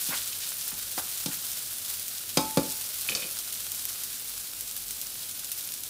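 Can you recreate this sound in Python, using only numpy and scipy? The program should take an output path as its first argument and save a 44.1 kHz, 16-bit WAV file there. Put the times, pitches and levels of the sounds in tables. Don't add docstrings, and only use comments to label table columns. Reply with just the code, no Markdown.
import sys
import numpy as np
from scipy import signal
from scipy.fft import rfft, irfft, next_fast_len
from scipy.io import wavfile
from scipy.ndimage import uniform_filter1d

SR = 44100
rng = np.random.default_rng(int(sys.argv[2]) if len(sys.argv) > 2 else 0)


def waveform_to_disk(signal):
    frames = np.transpose(np.atleast_2d(signal))
    scaled = np.clip(frames, -1, 1) * 32767
    samples = np.round(scaled).astype(np.int16)
    wavfile.write(sys.argv[1], SR, samples)


N = 259749
TIME = np.arange(N) / SR
AFTER = TIME[:SR]


def undb(db):
    return 10 ** (np.asarray(db) / 20)


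def unit(x):
    return x / np.sqrt(np.mean(x ** 2))


def add(out, start, x):
    i = max(int(start * SR), 0)
    out[i:i + len(x)] += x[:len(out) - i]


def fade(t60):
    return np.exp(-np.log(1000) * AFTER / t60)


def band(x, lo_hz, hi_hz, order=2):
    edges = [min(lo_hz, SR / 3), min(hi_hz, SR * 4 / 9)]
    return signal.sosfilt(signal.butter(order, edges, "band", fs=SR, output="sos"), x)


def colour(x, points):
    hz, db = np.transpose(points)
    size = next_fast_len(N + SR)
    log_hz = np.log(np.maximum(np.arange(size // 2 + 1) * SR / size, 1))
    gain = undb(np.interp(log_hz, np.log(hz), db))
    cepstrum = irfft(np.log(gain), size)
    cepstrum[1:size // 2] *= 2
    cepstrum[size // 2 + 1:] = 0
    return irfft(rfft(x, size) * np.exp(rfft(cepstrum)), size)[:N]


def burst(lo_hz, hi_hz, t60):
    return unit(band(rng.standard_normal(SR), lo_hz, hi_hz)) * fade(t60)


def ring(tones):
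    return sum(undb(db) * fade(t60) * np.sin(2 * np.pi * hz * AFTER) for hz, db, t60 in tones)


def wander(rate):
    step = int(SR / rate)
    stairs = np.repeat(rng.standard_normal(N // step + 1), step)
    return unit(uniform_filter1d(stairs, step)[:N])


def clicks(rate, spread_db, limit_db):
    size_db = limit_db * np.tanh(spread_db * rng.exponential(size=N) / limit_db)
    return (rng.random(N) < rate / SR) * undb(size_db) * np.sign(rng.standard_normal(N))


def room(x, echo_db, t60):
    tail = band(rng.standard_normal(SR), 250, 10000, order=1) * fade(t60) * (AFTER > .003)
    return x + undb(echo_db) * signal.fftconvolve(x, tail / np.sqrt(np.sum(tail ** 2)))[:N]


def kitchen_hum():
    # pitch in Hz, relative level in dB.
    hum_curve = [(22, -43), (33, -24), (45, 4.5), (58, -10), (74, -16), (91, 3), (110, -6), (200, -7.5),
                 (500, -12.5), (1200, -18.5), (3000, -48)]
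    return undb(-57) * unit(colour(rng.standard_normal(N), hum_curve))


def spatula_clatter():
    # start in seconds, tick level in dB, pitch in Hz, hollow knock level in dB.
    touches = [(3.0883, -20.5, 2530, -38), (3.0954, -20, 7140, -39.5), (3.1197, -25, 2660, -42),
               (3.1508, -16, 5000, -36), (3.171, -29.5, 2680, -42.5), (3.2216, -27, 3020, -42.5),
               (3.23, -29.5, 2870, -58), (3.241, -34.5, 2520, -44)]
    # pitch in Hz, relative level in dB, undamped fade time in seconds.
    spatula_tones = [(2340, -12, .06), (2452, 2, 0.047), (2500, -2, .07), (3009, -4.5, .07),
                     (3630, -1.5, 0.047), (4470, 0.5, 0.031), (5290, -8, 0.027), (6100, -8, .04)]
    out = np.zeros(N)
    ringing = ring(spatula_tones) * fade(t60=0.066)
    for start, db, hz, knock_db in touches:
        tones = band(ringing, hz / 1.046, hz * 1.18, order=1)
        tick = undb(-9.5) * burst(hz / 1.25, hz * 1.7, t60=0.085) + undb(-0.5) * tones
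        hollow = (undb(-5.5) * burst(422, 590, t60=0.21) + undb(-4.5) * burst(114, 330, t60=0.16)
                  + undb(-6) * burst(700, 1730, t60=0.11))
        add(out, start, undb(db) * tick + undb(knock_db) * hollow)
    return out


def pan_bumps():
    # start in seconds, thud level in dB, top pitch
    # of the thud in Hz, levels of the knock, crack and rim in dB, fade time of the damping in seconds.
    bumps = [(0.088, -30, 330, -48, -34, -60, 0.6), (0.726, -35, 220, -48, -48, -56, 0.25),
             (0.978, -31, 680, -30.5, -37, -38.5, 0.085), (1.2596, -21, 328, -42, -25, -52, 0.16),
             (1.284, -25.5, 300, -48, -45, -60, 0.14), (2.372, -16, 910, -26.5, -16.5, -32.5, 8.2),
             (2.572, -11, 760, -26, -23.5, -40, 0.66)]
    # pitch in Hz, relative level in dB, fade time in seconds.
    rocking_tones = [(135.3, -6.5, 0.21), (169.7, -1.5, 0.18), (187, 1.5, .07), (228.4, -6.5, 0.42),
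                     (273.7, 3, 0.2), (318, -9.5, 0.37), (372, -5, 0.28), (395, -8, 0.18),
                     (497.5, 1.5, 0.16), (549.4, -1.5, 0.14), (595, -12, 0.1), (675, -13, 0.46),
                     (710, -18, 0.19), (779, -21, 0.3)]
    rim_tones = [(871, 1.5, 0.91), (1037, -3, 0.31), (1084, -5.5, 0.31), (1298, -10.5, 0.6),
                 (1320, 2.5, 0.055), (2345, -3, 0.16), (3020, -24, 0.29), (3750, 1, 0.13), (4900, 4, 0.1),
                 (5150, -2, 0.12)]
    out, rim = np.zeros(N), ring(rim_tones)
    body = ring(rocking_tones) * (1 + undb(-2.5) * fade(t60=0.1))
    add(body, .012, undb(5) * ring([(288, 0, 0.031)]))
    body = undb(-14) * band(body, 135, 1540, order=6)
    for start, thud_db, top_hz, knock_db, crack_db, rim_db, damping_t60 in bumps:
        thud = band(body, 50, top_hz) + undb(-34.5) * burst(45, 77, t60=0.86)
        knock = burst(315, 1630, t60=0.093) + undb(-9.5) * burst(420, 850, t60=0.13)
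        crack = (burst(2550, 7100, t60=0.043) + undb(-26.0) * burst(3600, 4500, t60=0.11)
                 + undb(0.5) * burst(3700, 13600, t60=0.022))
        pan = (undb(thud_db) * thud + undb(rim_db) * rim) * fade(damping_t60)
        add(out, start, pan + undb(knock_db) * knock + undb(crack_db) * crack)
    return out


def stirring():
    # start in seconds, length in seconds, level in dB, rough pitch in Hz.
    scrapes_and_flares = [(0.094, 0.064, -36.5, 985), (0.112, 0.056, -36, 1300), (0.119, 0.095, -34, 4300),
                          (0.318, 0.023, -36, 3300), (0.388, 0.093, -36.5, 3820), (0.707, 0.033, -45, 1350),
                          (0.951, 0.072, -30.5, 9000), (1.297, 0.061, -43, 1540),
                          (1.305, 0.066, -33.5, 8000)]
    out = np.zeros(N)
    for start, length, db, hz in scrapes_and_flares:
        crackle = clicks(rate=2500, spread_db=2.5, limit_db=16)
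        rasp = unit(band(crackle, hz / 1.6, hz * 2.15))
        swell = np.hanning(int(length * SR))
        add(out, start, undb(db) * swell * rasp[:len(swell)])
    return out


def spitting_droplets():
    # start in seconds, snap level in dB, spray level in dB.
    loud_spits = [(0.6796, -23, -33), (1.9384, -24.5, -31), (2.081, -22, -32), (3.3886, -24, -34),
                  (3.5257, -24, -40), (3.7185, -20.5, -35), (3.8537, -18, -37), (4.036, -23, -29.5),
                  (4.6092, -21.5, -35), (4.7125, -23.5, -43), (4.9083, -22, -31), (5.0148, -23, -33),
                  (5.446, -23, -34), (5.5175, -22.5, -28.5), (5.5772, -26, -33), (5.7212, -23, -37),
                  (5.8361, -23, -37)]
    out = np.zeros(N)
    starts = np.cumsum(rng.exponential(size=40)) / 4
    sizes_db = 2.5 * rng.standard_normal(size=40)
    small_spits = zip(starts, sizes_db - 29, sizes_db - 38)
    for start, snap_db, spray_db in [*loud_spits, *small_spits]:
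        ping_hz = 10800 * 2 ** (0.215 * rng.standard_normal())
        snap = undb(3.5) * ring([(ping_hz, 0, .004)]) + undb(1) * burst(3400, 21000, t60=0.0049)
        spray = burst(4200, 20000, t60=.11)
        if start < N / SR:
            add(out, start, undb(snap_db) * snap + undb(spray_db) * spray)
    return out


def sizzle():
    # pitch in Hz, relative level in dB.
    sizzle_curve = [(150, -32), (300, -23.5), (600, -14.5), (950, -16.5), (1450, -9), (1900, -12),
                    (2500, -8.5), (3600, -4), (4800, -2.5), (6600, -1.5), (9200, 3.1), (11000, 3),
                    (15000, 3)]
    # time in seconds, base level in dB.
    frying_levels = [(0.0, -34.5), (0.61, -35.5), (0.69, -36), (2.05, -36), (2.2, -37), (3.07, -35.5),
                     (3.56, -37), (3.89, -36), (4.15, -37.5), (4.5, -38.5), (5.41, -38), (5.89, -38.5)]
    pops = np.zeros(N)
    flurry = wander(60)
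    for hz in np.linspace(1500, 15000, 10):
        bubbles = clicks(rate=240 * undb(2 * wander(30) + 2 * flurry), spread_db=6.5, limit_db=28)
        pops += band(bubbles, max(hz - 1100, 500), hz + 1100, order=1)
    tears = clicks(rate=600, spread_db=7, limit_db=25)
    ticks = unit(band(tears, 2200, 18000, order=1))
    spray_power = np.abs(signal.fftconvolve(ticks ** 2, fade(t60=0.046))[:N])
    spray = np.sqrt(spray_power) * rng.standard_normal(N)
    steam = rng.standard_normal(N)
    fry = colour(unit(pops) + undb(-7.5) * ticks + undb(1) * unit(spray) + undb(5) * steam, sizzle_curve)
    fry *= undb(0.61 * wander(26) + .5 * wander(140))
    wet = signal.sosfiltfilt(signal.butter(2, 6200, fs=SR, output="sos"), fry)
    fizz = fry - wet
    briskness = undb(np.interp(TIME, *np.transpose(frying_levels)))
    return briskness * (undb(1) * unit(fizz) + undb(-6) * unit(wet))


def scene():
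    hum = kitchen_hum()
    frying = room(sizzle() + spitting_droplets(), echo_db=-16.5, t60=0.27)
    handling = room(stirring() + pan_bumps() + spatula_clatter(), echo_db=-10, t60=0.34)
    return (frying + handling + hum)[None]


def record(dry):
    return signal.sosfilt(signal.ellip(12, .1, 80, 15550, fs=SR, output="sos"), dry)


dry = scene()
out = record(dry)
waveform_to_disk(out)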